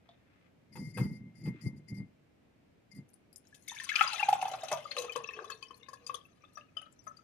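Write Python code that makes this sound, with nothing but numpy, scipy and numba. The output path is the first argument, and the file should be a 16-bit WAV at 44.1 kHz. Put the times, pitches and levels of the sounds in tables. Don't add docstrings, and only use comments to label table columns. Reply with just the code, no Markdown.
import sys
import numpy as np
from scipy import signal
from scipy.fft import rfft, irfft
from scipy.io import wavfile
from scipy.ndimage import uniform_filter1d
from numba import njit

SR = 44100
rng = np.random.default_rng(int(sys.argv[2]) if len(sys.argv) > 2 else 0)


def bounce(signal):
    frames = np.transpose(np.atleast_2d(signal))
    limited = np.clip(frames, -1, 1)
    pcm = np.round(limited * 32767).astype(np.int16)
    wavfile.write(sys.argv[1], SR, pcm)


N = 318843
TIME = np.arange(N) / SR
CUTOFF_HZ = 14600

# (frequency [Hz], left-right level [dB])
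SHADE = [(100, 43), (500, 6), (850, -2), (1300, 4.5), (2400, 15.5), (4400, 10.5), (8000, 48.5), (14000, 28)]
# (frequency [Hz], relative level [dB], t60 [s])
GLASS = [(376, -32.5, 0.048), (492.6, -27.5, 0.31), (902, -27, 0.028)]
# (time [s], relative churning [dB], relative fizz [dB], relative spray [dB])
POUR = [(3.44, -102, -70, -77), (3.56, -99, -86, -74), (3.665, -65, -74, -63.5), (3.71, -56, -56.5, -50.5),
        (3.87, -56, -49, -60), (3.99, -30, -34.5, -48), (4.13, -43, -37, -50.5), (4.413, -39.5, -52.5, -59),
        (4.8, -46.5, -53, -60), (5.18, -61, -55.5, -72), (5.33, -68, -65.5, -73), (5.54, -58, -91, -66),
        (5.729, -88, -75, -82), (6.12, -59.5, -90, -75.5), (6.34, -77, -82, -83.5),
        (6.88, -90, -88.5, -85.5), (7.23, -64, -80, -80)]
# (time [s], plop level [dB], relative splash [dB], relative spray [dB])
GOUTS = [(3.544, -84, -42.5, -51.5), (3.679, -55, -38, -41.5), (3.705, -50, -40, -49),
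         (3.718, -49, -56, -59), (3.799, -64, -31.5, -52), (3.839, -80, -38, -43), (3.89, -47, -18, -45),
         (3.956, -61, -16.5, -42.5), (4.008, -18, -21.5, -43), (4.022, -38, -20.5, -40),
         (4.074, -37, -21, -57), (4.131, -39.5, -22, -41), (4.2, -37, -31, -42), (4.228, -24.5, -23, -47),
         (4.286, -15, -25, -38.5), (4.327, -17, -22.5, -41.5), (4.351, -31, -38, -56),
         (4.388, -38, -53, -69), (4.414, -35.5, -26.5, -44.5), (4.425, -23, -37, -57),
         (4.453, -28, -29, -53), (4.48, -32.5, -37, -47), (4.515, -36, -34, -50), (4.535, -27.5, -30, -60),
         (4.633, -33, -35, -43.5), (4.683, -50, -24, -48), (4.714, -26.5, -25, -33.5),
         (4.73, -30.5, -30, -44), (4.772, -46, -30, -62), (4.784, -46, -53, -77), (4.914, -62, -24.5, -59),
         (4.965, -48, -25, -41), (4.985, -42.5, -23.5, -34.5), (5.018, -46.5, -32, -45.5),
         (5.041, -43, -31.5, -49), (5.158, -31, -31, -43), (5.203, -46, -57, -78), (5.24, -48.5, -39, -82),
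         (5.288, -42, -38, -74), (5.389, -38, -45, -73), (5.442, -40.5, -47, -59), (5.501, -40, -31, -48),
         (5.516, -42, -36, -69), (5.624, -45.5, -46, -52.5), (5.706, -40, -53.5, -65),
         (5.885, -41, -58, -50.5), (5.931, -39, -52, -49), (6.065, -56, -40, -41),
         (6.095, -30.5, -35.5, -70), (6.142, -33, -56, -43.5), (6.185, -60, -66, -75),
         (6.437, -53, -50.5, -82.5), (6.572, -44, -44, -59), (6.767, -47.5, -43.5, -55.5),
         (6.814, -50.5, -50, -62), (6.861, -55.5, -64, -84), (7.068, -42.5, -65, -61),
         (7.165, -74, -63, -62)]
# (time [s], first [Hz], second [Hz], third [Hz])
LIQUID = [(3.6, 2120, 2520, 3630), (3.85, 1507, 2290, 3400), (4.02, 1302, 2600, 3270),
          (4.116, 845, 1526, 2600), (4.299, 818, 1434, 2600), (4.502, 762, 1414, 2180),
          (4.718, 647.4, 1190, 1710), (4.998, 498, 1075, 1850), (5.401, 444.6, 1133, 1623),
          (5.7, 458, 1057, 1790), (5.952, 492.5, 1086, 1680), (6.152, 511, 1135, 1597),
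          (6.6, 584, 1258, 1735), (7.203, 593, 1297, 1682)]


def from_db(db):
    return 10 ** (np.asarray(db) / 20)


def rms_one(x):
    return x / np.sqrt(np.mean(x ** 2) + 1e-20)


def at_hz(points, hz):
    return np.interp(np.log(hz), np.log(np.array(points)[:, 0]), np.array(points)[:, 1])


def gains(rows):
    s, *columns = np.transpose(rows)
    return [from_db(np.interp(TIME, s, c, left=-150, right=-150)) for c in columns]


def band(x, low_hz, high_hz):
    sos = signal.butter(2, [low_hz, min(high_hz, .45 * SR)], "band", fs=SR, output="sos")
    return signal.sosfilt(sos, x + 1e-18)


def pan(lean_db):
    return rms_one(from_db(np.array([[lean_db], [-lean_db]]) / 2))


def ring(x, hz, t60):
    r, w = from_db(-60 / (t60 * SR)), 2 * np.pi * hz / SR
    numerator, denominator = [np.sin(w) / 2, 0, -np.sin(w) / 2], [1, -2 * r * np.cos(w), r * r]
    return signal.lfilter(numerator, denominator, x + 1e-18) / np.sin(w)


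def clicks(per_s, spread_db):
    sizes = from_db(spread_db * np.minimum(rng.exponential(1, N), 4)) * rng.choice([-1, 1], N)
    return sizes * (rng.random(N) < per_s / SR)


def evened(x, seconds):
    power = np.mean(np.atleast_2d(x) ** 2, axis=0)
    return x / np.sqrt(np.abs(uniform_filter1d(power, int(seconds * SR))) + 1e-4 * power.mean())


def bursts(times, levels_db, rise_s, t60):
    power, age = np.zeros(N + SR), np.arange(SR // 4) / SR
    for s, db in zip(times, levels_db):
        blow = from_db(db - 60 * age / t60) * (1 - np.exp(-age / rise_s))
        power[int(s * SR):][:len(age)] += blow ** 2
    return np.sqrt(power[:N])


def held(rows, attack_s, release_s):
    power = 0
    for start, end, db in rows:
        drop = np.maximum((start - TIME) / attack_s, (TIME - end) / release_s)
        power = power + from_db(db - 60 * np.clip(drop, 0, 3)) ** 2
    return np.sqrt(power)


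def add(out, s, sound):
    start = int(s * SR)
    out[:, start:start + sound.shape[1]] += sound


def lean(s, hz):
    # (time [s], added left-right level [dB])
    lean_shift = [(4.0, 1.5), (4.8, 5.5), (5.6, 21)]
    return at_hz(SHADE, hz) + np.interp(s, *np.transpose(lean_shift)) * (hz > 900)


@njit
def gliding_mode(x, w, r):
    out, state = np.zeros(len(x)), 0j
    for i in range(len(x)):
        state = state * r[i] * np.exp(1j * w[i]) + x[i]
        out[i] = state.real
    return out


def moving_tone(hz, sharpness, even_s):
    w = 2 * np.pi * hz / SR
    push = np.diff(clicks(3000, 1.45), prepend=0)
    return evened(gliding_mode(push, w, np.exp(-w / (2 * sharpness))), even_s)


def rubbed(modes, slips_per_s, spread_db, shade):
    slips = clicks(slips_per_s, spread_db)
    out = 0
    for hz, db, t60 in modes:
        voice = rms_one(ring(slips * rng.normal(1, 0.36, N), hz, t60))
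        out = out + from_db(db) * voice * pan(shade * at_hz(SHADE, hz))
    return out


def grains(spectrum, per_s, cycles, spread_db):
    patch_s, patchy_db = .04, 5
    born, dealt, out = clicks(per_s, spread_db), rng.integers(0, 24, N), 0
    patches = from_db(patchy_db * rng.standard_normal((512, 24)))
    born = born * patches[(TIME / patch_s).astype(int) % len(patches), dealt]
    for k, hz in enumerate(np.geomspace(spectrum[0][0], spectrum[-1][0], 24)):
        voice = rms_one(ring(born * (dealt == k), hz, cycles / hz))
        out = out + from_db(at_hz(spectrum, hz)) * voice * pan(at_hz(SHADE, hz) + rng.normal(0, 4.4))
    return evened(band(out, spectrum[0][0], spectrum[-1][0] * 2.3), 0.074)


def room_noise():
    # (frequency [Hz], relative level [dB])
    hush = [(15, -56), (25, -22), (92, -3.5), (184, -5.5), (247, -5), (267, -4), (349, -9.5), (520, -12),
            (610, -13), (886, -20.5), (959, -21), (1190, -23.5), (2310, -22.5), (3350, -30), (14500, -47.5)]
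    # (frequency [Hz], left-right likeness [0-1])
    likeness = [(60, 0.74), (180, 0.72), (400, 0.025), (9000, 0.036), (15000, 0.9)]
    quiet_db = -66.5
    hz = np.maximum(np.fft.rfftfreq(N, 1 / SR), 1)
    mid, side = rfft(rng.standard_normal((2, N))) * from_db(at_hz(hush, hz))
    alike = np.clip(at_hz(likeness, hz), 0, 1)
    both = np.sqrt(1 + alike) * mid + np.sqrt(1 - alike) * side * [[1], [-1]]
    return from_db(quiet_db) * rms_one(irfft(both, N))


def kitchen(x, near_db, tail_db, t60, treble_t60):
    age = np.arange(SR // 2) / SR
    out = []
    for side in x + from_db(-8.5) * band(x[::-1], 400, 3500):
        near = rng.normal(0, 1, len(age)) * (rng.random(len(age)) < 2500 / SR)
        near = near * (age > .0012) * from_db(-60 * age / 0.028)
        near = band(near, 970, 21000)
        noise = rng.normal(0, 1, len(age)) * (age > .006)
        tail = band(noise, 410, 4900) * from_db(-60 * age / t60)
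        tail = tail + from_db(-1.0) * band(noise, 7500, 11000) * from_db(-60 * age / treble_t60)
        echoes = from_db(near_db) * near / np.linalg.norm(near) + from_db(tail_db) * tail / np.linalg.norm(tail)
        out.append(signal.fftconvolve(side, echoes)[:N])
    return x + np.array(out)


def rustle():
    # (start [s], end [s], level [dB])
    rustles = [(0.06, 0.3, -79), (0.33, 0.47, -76), (1.55, 1.62, -69)]
    skin = rms_one(np.array([band(clicks(3000, 7.3), 1180, 2550) for _ in range(2)]))
    return held(rustles, attack_s=0.31, release_s=0.14) * skin * pan(4.4)


def table_boom():
    # (frequency [Hz], relative level [dB], t60 [s])
    board = [(92, -19.5, 0.1), (117, 2.5, 0.22), (147, 7, 0.1), (175.5, -2, 0.057), (208.3, 8, 0.16),
             (280, -8.5, 0.25)]
    mid, side = (rubbed(board, slips_per_s=230, spread_db=1.5, shade=0) for _ in range(2))
    both = mid + from_db(-10.0) * side * [[1], [-1]]
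    return evened(band(band(both, 100, 170), 60, 390), 0.035)


def shoves():
    # (time of peak [s], swell [s], fade [s], relative rumble level [dB], judder pitch [Hz])
    pushes = [(0.816, 0.15, 0.21, -37.5, 150), (0.875, 0.051, 0.12, -42.5, 118),
              (1.011, 0.094, 0.13, -26.5, 151.5), (1.059, 0.099, 0.068, -30.5, 200),
              (1.105, 0.072, 0.19, -37, 184), (1.21, 0.035, 0.22, -46, 206), (1.268, 0.08, 0.11, -47, 195),
              (1.42, 0.26, 0.11, -52, 148), (1.488, 0.11, 0.082, -29.5, 177), (1.54, 0.089, 0.13, -47, 294),
              (1.665, 0.069, 0.099, -30, 152), (1.735, 0.1, 0.25, -45, 153),
              (1.926, 0.055, 0.073, -36.5, 203), (2.006, 0.16, 0.1, -37.5, 195),
              (2.989, 0.097, 0.095, -43, 193)]
    range_db = 35.5
    power, weighted_hz = 0, 0
    for s, swell_s, fade_s, db, hz in pushes:
        drop = np.maximum((s - TIME) / swell_s, (TIME - s) / fade_s)
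        own = from_db(db - range_db * np.clip(drop, 0, 10)) ** 2
        power, weighted_hz = power + own, weighted_hz + own * hz
    return np.sqrt(power), weighted_hz / power


def judder(hz):
    groan = moving_tone(hz, sharpness=6.6, even_s=0.027)
    return evened(band(band(groan, 75, 302), 65, 350), 0.0202)


def strainer(boom):
    # (frequency [Hz], relative level [dB], t60 [s])
    wire_modes = [(1940, -5, .3), (2096, 4, .5), (4188, -15, .35), (4864, 2.5, .45), (5690, -5.5, .3),
                  (6853, 0, .22), (8366, -14, .3), (8660, -10, .12), (9335, -8, .1), (9700, -11, .06),
                  (10070, -7, .1), (11250, -19, .05), (11630, -13, .1), (13100, -17, .05)]
    # (start [s], end [s], level [dB])
    slides = [(0.728, 0.91, -61.5), (0.757, 0.80, -59.5), (0.945, 1.06, -56.5), (0.972, 0.995, -56),
              (1.08, 1.17, -66), (1.355, 1.42, -67.5), (1.44, 1.485, -59.5), (1.615, 1.68, -58.5),
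              (1.765, 1.78, -69), (1.885, 1.9, -58), (1.945, 1.99, -62.5), (2.917, 2.925, -62),
              (2.95, 2.98, -61.5)]
    glass = band(rubbed(GLASS, slips_per_s=440, spread_db=0.5, shade=0.26), 220, 1770)
    wire = 0
    for mode in wire_modes:
        voice = evened(rubbed([mode], slips_per_s=1500, spread_db=5.0, shade=0.96), 0.11)
        wire = wire + from_db(mode[1]) * voice
    hum = evened(rubbed(wire_modes[:2], slips_per_s=1100, spread_db=2.5, shade=1.0), 0.03)
    push, judder_hz = shoves()
    shudder = from_db(-2.0) * judder(judder_hz) + from_db(-3.5) * boom
    shudder = shudder + from_db(-9.5) * glass + from_db(-23.0) * band(hum, 1987, 2176)
    metal = held(slides, attack_s=0.024, release_s=0.077) * rms_one(wire)
    return band(push * shudder, 42, 7200) + metal


def knocks():
    # (time [s], relative clack of the steel [dB], relative clunk of the mug [dB])
    blows = [(0.754, -42, -34.5), (0.971, -26, -26.5), (0.985, -35, -44), (1.035, -43.5, -49),
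             (1.456, -39, -41.5)]
    # (frequency [Hz], relative level [dB])
    clack_colour = [(400, 7.5), (560, -10), (900, -11), (1400, -4), (2000, 1), (3000, -7), (5000, -38),
                    (9500, -4), (14000, -8)]
    # (frequency [Hz], relative level [dB], t60 [s])
    tap_modes = [(686, -7, 0.14), (3600, -12.5, 0.015)]
    clack = grains(clack_colour, per_s=9100, cycles=51, spread_db=2.5)
    clunk = evened(rubbed(GLASS, slips_per_s=700, spread_db=5.5, shade=0.36), 0.014)
    tap = evened(rubbed(tap_modes, slips_per_s=500, spread_db=5.5, shade=0), 0.081)
    s, clack_db, clunk_db = np.transpose(blows)
    steel = from_db(-8.5) * bursts(s, clack_db, rise_s=0.0059, t60=0.088) * clack
    mug = from_db(-6.5) * bursts(s, clunk_db, rise_s=0.0098, t60=0.12) * clunk
    return steel + mug + bursts([.086], [-55], rise_s=0.0023, t60=0.16) * band(tap, 500, 4400)


def mesh_drops():
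    # (time [s], level [dB])
    drops = [(3.083, -60), (3.133, -54), (3.327, -57), (3.357, -44.5), (3.47, -54), (3.544, -60),
             (3.621, -60), (3.819, -41), (5.118, -47), (5.308, -54), (5.744, -59), (5.767, -55.5),
             (6.063, -45), (6.24, -61), (6.53, -61), (6.918, -62), (7.036, -54), (7.078, -63.5)]
    # (frequency [Hz], relative level [dB])
    tick_colour = [(4500, 1), (6800, 0.5), (8200, 4), (10200, 15), (14000, -5)]
    tick = grains(tick_colour, per_s=630, cycles=61, spread_db=4)
    return bursts(*np.transpose(drops), rise_s=0.0035, t60=0.071) * tick


def liquid(sharpness, second_db, third_db, wander):
    s, *tracks = np.transpose(LIQUID)
    first_db = np.interp(TIME, [4.5, 5.4, 6.0, 7.0], [8.0, -3.0, -2.5, -14.5])
    out = 0
    for track, level_db in zip(tracks, [first_db, second_db, third_db]):
        froth = np.interp(TIME, np.arange(300) / 40, rng.normal(0, 1, 300))
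        hz = np.interp(TIME, s, track) * np.exp(wander * froth)
        w, lean_db = 2 * np.pi * hz / SR, lean(TIME, hz)
        tone = evened(gliding_mode(clicks(2500, 3.4), w, np.exp(-w / (2 * sharpness))), 0.02)
        sides = from_db([lean_db / 2, -lean_db / 2])
        out = out + from_db(level_db) * tone * sides / np.sqrt(np.mean(sides ** 2, axis=0))
    return evened(band(out, 440, 2900), 0.02)


def gulp_db():
    # (time [s], level relative to the plop column [dB])
    gulp = [(4.3, -6.5), (4.75, 11), (5.0, 11), (5.2, 6), (5.4, -1.5), (6.1, -5.5), (6.6, 6)]
    s, plop_db, _, _ = np.transpose(GOUTS)
    return plop_db + np.interp(s, *np.transpose(gulp))


def mug_ring():
    # (frequency [Hz], relative level [dB], t60 [s])
    air_modes = [(2590, -6.5, 0.57), (3180, -11, 0.14), (3630, -9.5, 0.13)]
    # (frequency [Hz], relative level [dB], t60 [s])
    treble_modes = [(4700, -7.5, 0.064), (4850, 4, 0.1), (6182, 3, 0.14), (7130, -5.5, 0.077),
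                    (7000, -19.5, 0.058), (9370, 4.5, 0.0077), (11800, -7, 0.025)]
    s, _, splash_db, spray_db = np.transpose(GOUTS)
    clear = from_db(np.interp(TIME, [4.6, 5.4], [-9, 0]))
    hollow = liquid(sharpness=180, second_db=-4.0, third_db=-18.0, wander=0.02)
    hollow = bursts(s, gulp_db(), rise_s=0.0064, t60=0.13) * hollow
    cross = evened(rubbed(air_modes, slips_per_s=2000, spread_db=-7.0, shade=0.97), 0.023)
    cross = bursts(s, splash_db, rise_s=0.0011, t60=0.11) * cross
    treble = evened(rubbed(treble_modes, slips_per_s=12000, spread_db=15.0, shade=0.91), 0.019)
    treble = bursts(s, spray_db, rise_s=0.002, t60=0.049) * treble
    upper = from_db(-14.0) * band(cross, 2200, 4900) + from_db(0.5) * band(treble, 3300, 11000)
    return clear * (from_db(-9.0) * hollow + upper)


def mug_hum():
    # (time [s], level [dB])
    hum = [(4.7, -51), (4.92, -68), (4.98, -48.5), (5.06, -51), (5.13, -61.5), (5.2, -55.5), (5.35, -65),
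           (5.4, -50.5), (5.48, -62.5), (5.7, -79.5), (6.2, -70)]
    s, first_hz, _, _ = np.transpose(LIQUID)
    level, = gains(hum)
    tone = moving_tone(np.interp(TIME, s, first_hz) * 0.97, sharpness=25.0, even_s=0.036)
    gurgle = from_db(5.0 * np.interp(TIME, np.arange(300) / 40, rng.uniform(-1.7, 1.7, 300)))
    return level * rms_one(gurgle * band(tone, 264, 906)) * pan(2.5)


def dribbles():
    # (time [s], relative level [dB])
    strength = [(3.703, -48), (4.05, -42), (4.35, -43.5), (4.8, -58), (5.35, -42.5), (5.6, -57),
                (6.15, -61.5), (6.402, -64.5), (7.2, -73.5)]
    # (frequency [Hz], relative level [dB])
    gurgle_colour = [(1400, -8), (2000, -7), (2700, 5.5), (3500, -5), (4500, -4), (6200, 4)]
    rate_per_s, spread_db = 36, 9.5
    times, strength_db = np.transpose(strength)
    wait, size = rng.random((200, 2)).T
    s = times[0] + np.cumsum(0.28 + 1.1 * wait) / rate_per_s
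    db = np.interp(s, times, strength_db) - spread_db * size
    falls = bursts(s[s < times[-1]], db[s < times[-1]], rise_s=0.0069, t60=0.082)
    gurgle = grains(gurgle_colour, per_s=1200, cycles=240, spread_db=6.5)
    froth = liquid(sharpness=120, second_db=5.5, third_db=-0.5, wander=0.062)
    return from_db(1) * falls * (gurgle + from_db(-1.5) * froth)


def strays():
    per_s, level_db, spread_db = 79, 0.5, 1
    low_hz, high_hz = 943, 4850
    thinning = .24
    t60_at_1khz, ring_shortens = 0.053, 0.67
    times, _, fizz_db, _ = np.transpose(POUR)
    wait, size, strength, luck = rng.random((700, 4)).T
    s = times[0] + np.cumsum(-np.log(1 - wait)) / per_s
    flow_db = np.interp(s, times, fizz_db)
    born = (s < times[-1]) & (luck < from_db(thinning * (flow_db - fizz_db.max())))
    hz = low_hz * (high_hz / low_hz) ** size
    db = flow_db + level_db + spread_db * (2 * strength - 1)
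    t60 = t60_at_1khz * (hz / 10 ** 3) ** -ring_shortens
    return list(np.transpose([s, hz, db, t60])[born])


def bubble(hz, t60, phase):
    swell_cycles, pitch_rise = 2.9, 0.032
    age = np.arange(SR // 8) / SR
    swell = 1 - np.exp(-(age / (swell_cycles / hz + 0.00079)) ** 2)
    shape = swell * from_db(-60 * age / t60)
    cycles = hz * (age + pitch_rise * np.minimum(age, t60) * age / (2 * t60))
    return shape / shape.max() * np.sin(2 * np.pi * (cycles + phase))


def bubbles():
    # (time [s], frequency [Hz], peak
    # level [dB], t60 [s])
    clear_bubbles = [(3.359, 7270, -44, 0.01), (3.525, 1683, -53.5, 0.062), (3.676, 3720, -45.5, 0.036),
                     (3.679, 2186, -39.5, 0.057), (3.696, 3600, -33.5, 0.021), (3.717, 943, -38.5, 0.015),
                     (3.76, 1700, -42.5, .03), (3.768, 2260, -38.5, 0.016), (3.786, 3600, -37, .015),
                     (3.799, 1794, -34, 0.032), (3.893, 2170, -25.5, 0.016), (3.916, 1670, -27, 0.028),
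                     (3.956, 2418, -19, 0.015), (3.956, 4620, -22.5, 0.0038), (3.993, 2840, -22, 0.013),
                     (4.008, 798, -26.5, 0.027), (4.01, 2330, -11, 0.0016), (4.03, 1440, -31, 0.11),
                     (4.075, 4850, -29.5, 0.021), (4.195, 2747, -25.5, 0.067), (4.228, 2440, -22, 0.026),
                     (4.413, 2840, -36, 0.028), (4.62, 3690, -42.5, 0.036), (4.731, 951, -30, 0.034),
                     (4.853, 1215, -37.5, 0.034), (4.91, 4270, -32.5, 0.054), (4.915, 4760, -37, 0.012),
                     (4.965, 1198, -37, 0.025), (4.982, 4030, -27.5, 0.011), (5.08, 1243, -46.5, 0.059),
                     (5.094, 2470, -35, 0.047), (5.12, 3060, -38, 0.036), (5.152, 3080, -39, 0.039),
                     (5.16, 515, -36, 0.092), (5.159, 1005, -30, 0.047), (5.242, 2660, -35.5, 0.02),
                     (5.288, 2600, -33, 0.016), (5.307, 1790, -43, 0.022), (5.334, 2590, -41, 0.05),
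                     (5.389, 1560, -35, 0.011), (5.497, 1300, -44, 0.028), (5.498, 1654, -38, 0.034),
                     (5.502, 6880, -40, 0.01), (5.52, 4350, -38.5, 0.045), (5.626, 3110, -41, .03),
                     (5.626, 2530, -42.5, 0.046), (5.626, 4580, -38.5, 0.01), (5.654, 3000, -52, 0.053),
                     (5.708, 3050, -49, 0.027), (5.742, 4290, -50.5, 0.031), (5.81, 2770, -59, 0.055),
                     (5.825, 2130, -59, 0.069), (5.831, 3670, -43.5, 0.029), (5.884, 1690, -47, 0.016),
                     (5.935, 1680, -48, 0.05), (6.065, 4790, -39, 0.016), (6.094, 2535, -46.5, 0.032),
                     (6.142, 10600, -38, 0.0039), (6.145, 3310, -30.5, 0.0042), (6.212, 3220, -53, 0.015),
                     (6.251, 2650, -55.5, 0.058), (6.422, 2340, -61, 0.034), (6.45, 3560, -55, 0.019),
                     (6.555, 5780, -48, 0.046), (6.575, 1660, -50.5, 0.037), (6.61, 2760, -47.5, 0.014),
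                     (6.769, 4970, -50, 0.042), (6.816, 9740, -54.5, 0.018), (6.858, 3240, -60, 0.024),
                     (6.769, 3030, -28.5, 0.025), (6.792, 2940, -39.5, 0.017), (6.826, 2956, -46.5, 0.027),
                     (6.991, 5820, -51, 0.035), (7.076, 6100, -48.5, 0.033), (7.109, 1290, -49, 0.035),
                     (7.169, 4670, -50, 0.038), (7.188, 1285, -56.5, 0.043)]
    shed_within_s, shed_loss_db = 0.041, 19.5
    lean_spread_db = 5.5
    out, rows = np.zeros((2, N + SR)), list(clear_bubbles) + strays()
    for (s, hz, db, t60), chance in zip(rows, rng.random((len(rows), 2, 3))):
        family = [(s, hz, db)]
        for wait, size, loss in chance:
            shed_hz = min(hz * 2 ** (1.094 * size - .4), CUTOFF_HZ)
            family.append((s + 0.0057 + shed_within_s * wait, shed_hz, db - shed_loss_db - 8 * loss))
        for start, pitch, peak_db in family:
            place = pan(lean(start, pitch) + lean_spread_db * rng.normal())
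            add(out, start, from_db(peak_db) * bubble(pitch, t60, rng.random()) * place)
    return out[:, :N]


def plops():
    deep_until_s = 4.8
    peak_s, swell_s, choke_s = 0.003246, 0.0027, 0.0059
    times, first_hz, second_hz, _ = np.transpose(LIQUID)
    out, age = np.zeros((2, N + SR)), np.arange(-SR // 50, SR // 25) / SR
    shape = np.exp(-(age / np.where(age < 0, swell_s, choke_s)) ** 2)
    for (s, db, _, _), phase in zip(GOUTS, rng.random(len(GOUTS))):
        hz = np.interp(s, times, first_hz if s < deep_until_s else second_hz)
        tone = np.sin(2 * np.pi * (hz * age + phase))
        add(out, s + peak_s + age[0], from_db(db) * shape * tone * pan(lean(s, hz)))
    return out[:, :N]


def stream(boom):
    # (frequency [Hz], relative level [dB])
    fizz_colour = [(1200, -15), (1900, -7), (2500, -3), (3000, 6), (3600, -2.5), (4400, -5)]
    # (frequency [Hz], relative level [dB])
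    spray_colour = [(4000, -2.5), (4900, -6.5), (6200, 3.5), (8000, -9), (9800, -4), (12000, -12),
                    (14500, -16.5)]
    churn, fizz, spray = gains(POUR)
    s, _, splash_db, spray_db = np.transpose(GOUTS)
    fall = from_db(np.interp(TIME, [5.0, 5.7], [0, -5]))
    gulps = from_db(-6.5) * bursts(s, gulp_db(), rise_s=0.0022, t60=0.05)
    froth = liquid(sharpness=16.7, second_db=-7.5, third_db=-15.5, wander=0.1)
    low = (from_db(-10.5) * churn + gulps) * froth
    mid = from_db(-12.5) * fizz * grains(fizz_colour, per_s=3500, cycles=64, spread_db=7.0)
    top = from_db(-3.5) * spray * grains(spray_colour, per_s=9000, cycles=210, spread_db=7.5)
    splash = from_db(-11.0) * fall * bursts(s, splash_db, rise_s=0.00089, t60=0.039)
    mid += splash * grains(fizz_colour, per_s=7500, cycles=25, spread_db=3.5)
    spatter = fall * bursts(s, spray_db, rise_s=0.0012, t60=0.087)
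    top += spatter * grains(spray_colour, per_s=6400, cycles=58, spread_db=5.0)
    wash = from_db(-10.0) * fizz * grains(fizz_colour, per_s=16000, cycles=26, spread_db=2.5)
    thud = from_db(-28.5) * bursts(s, gulp_db(), rise_s=0.02, t60=0.22) * boom
    return low + mid + top + wash + thud


def scene():
    boom = table_boom()
    tea = stream(boom) + mug_ring() + mug_hum() + plops() + bubbles() + dribbles() + mesh_drops()
    close = strainer(boom) + knocks() + rustle() + tea
    heard = kitchen(close, near_db=-4.5, tail_db=-15.0, t60=0.24, treble_t60=0.19)
    late = np.interp(TIME - 6e-5, TIME, heard[1], left=0)
    return np.array([heard[0], late]) + room_noise()


def record(dry):
    return signal.sosfilt(signal.ellip(10, .2, 70, CUTOFF_HZ, fs=SR, output="sos"), dry)


dry = scene()
out = record(dry)
bounce(out)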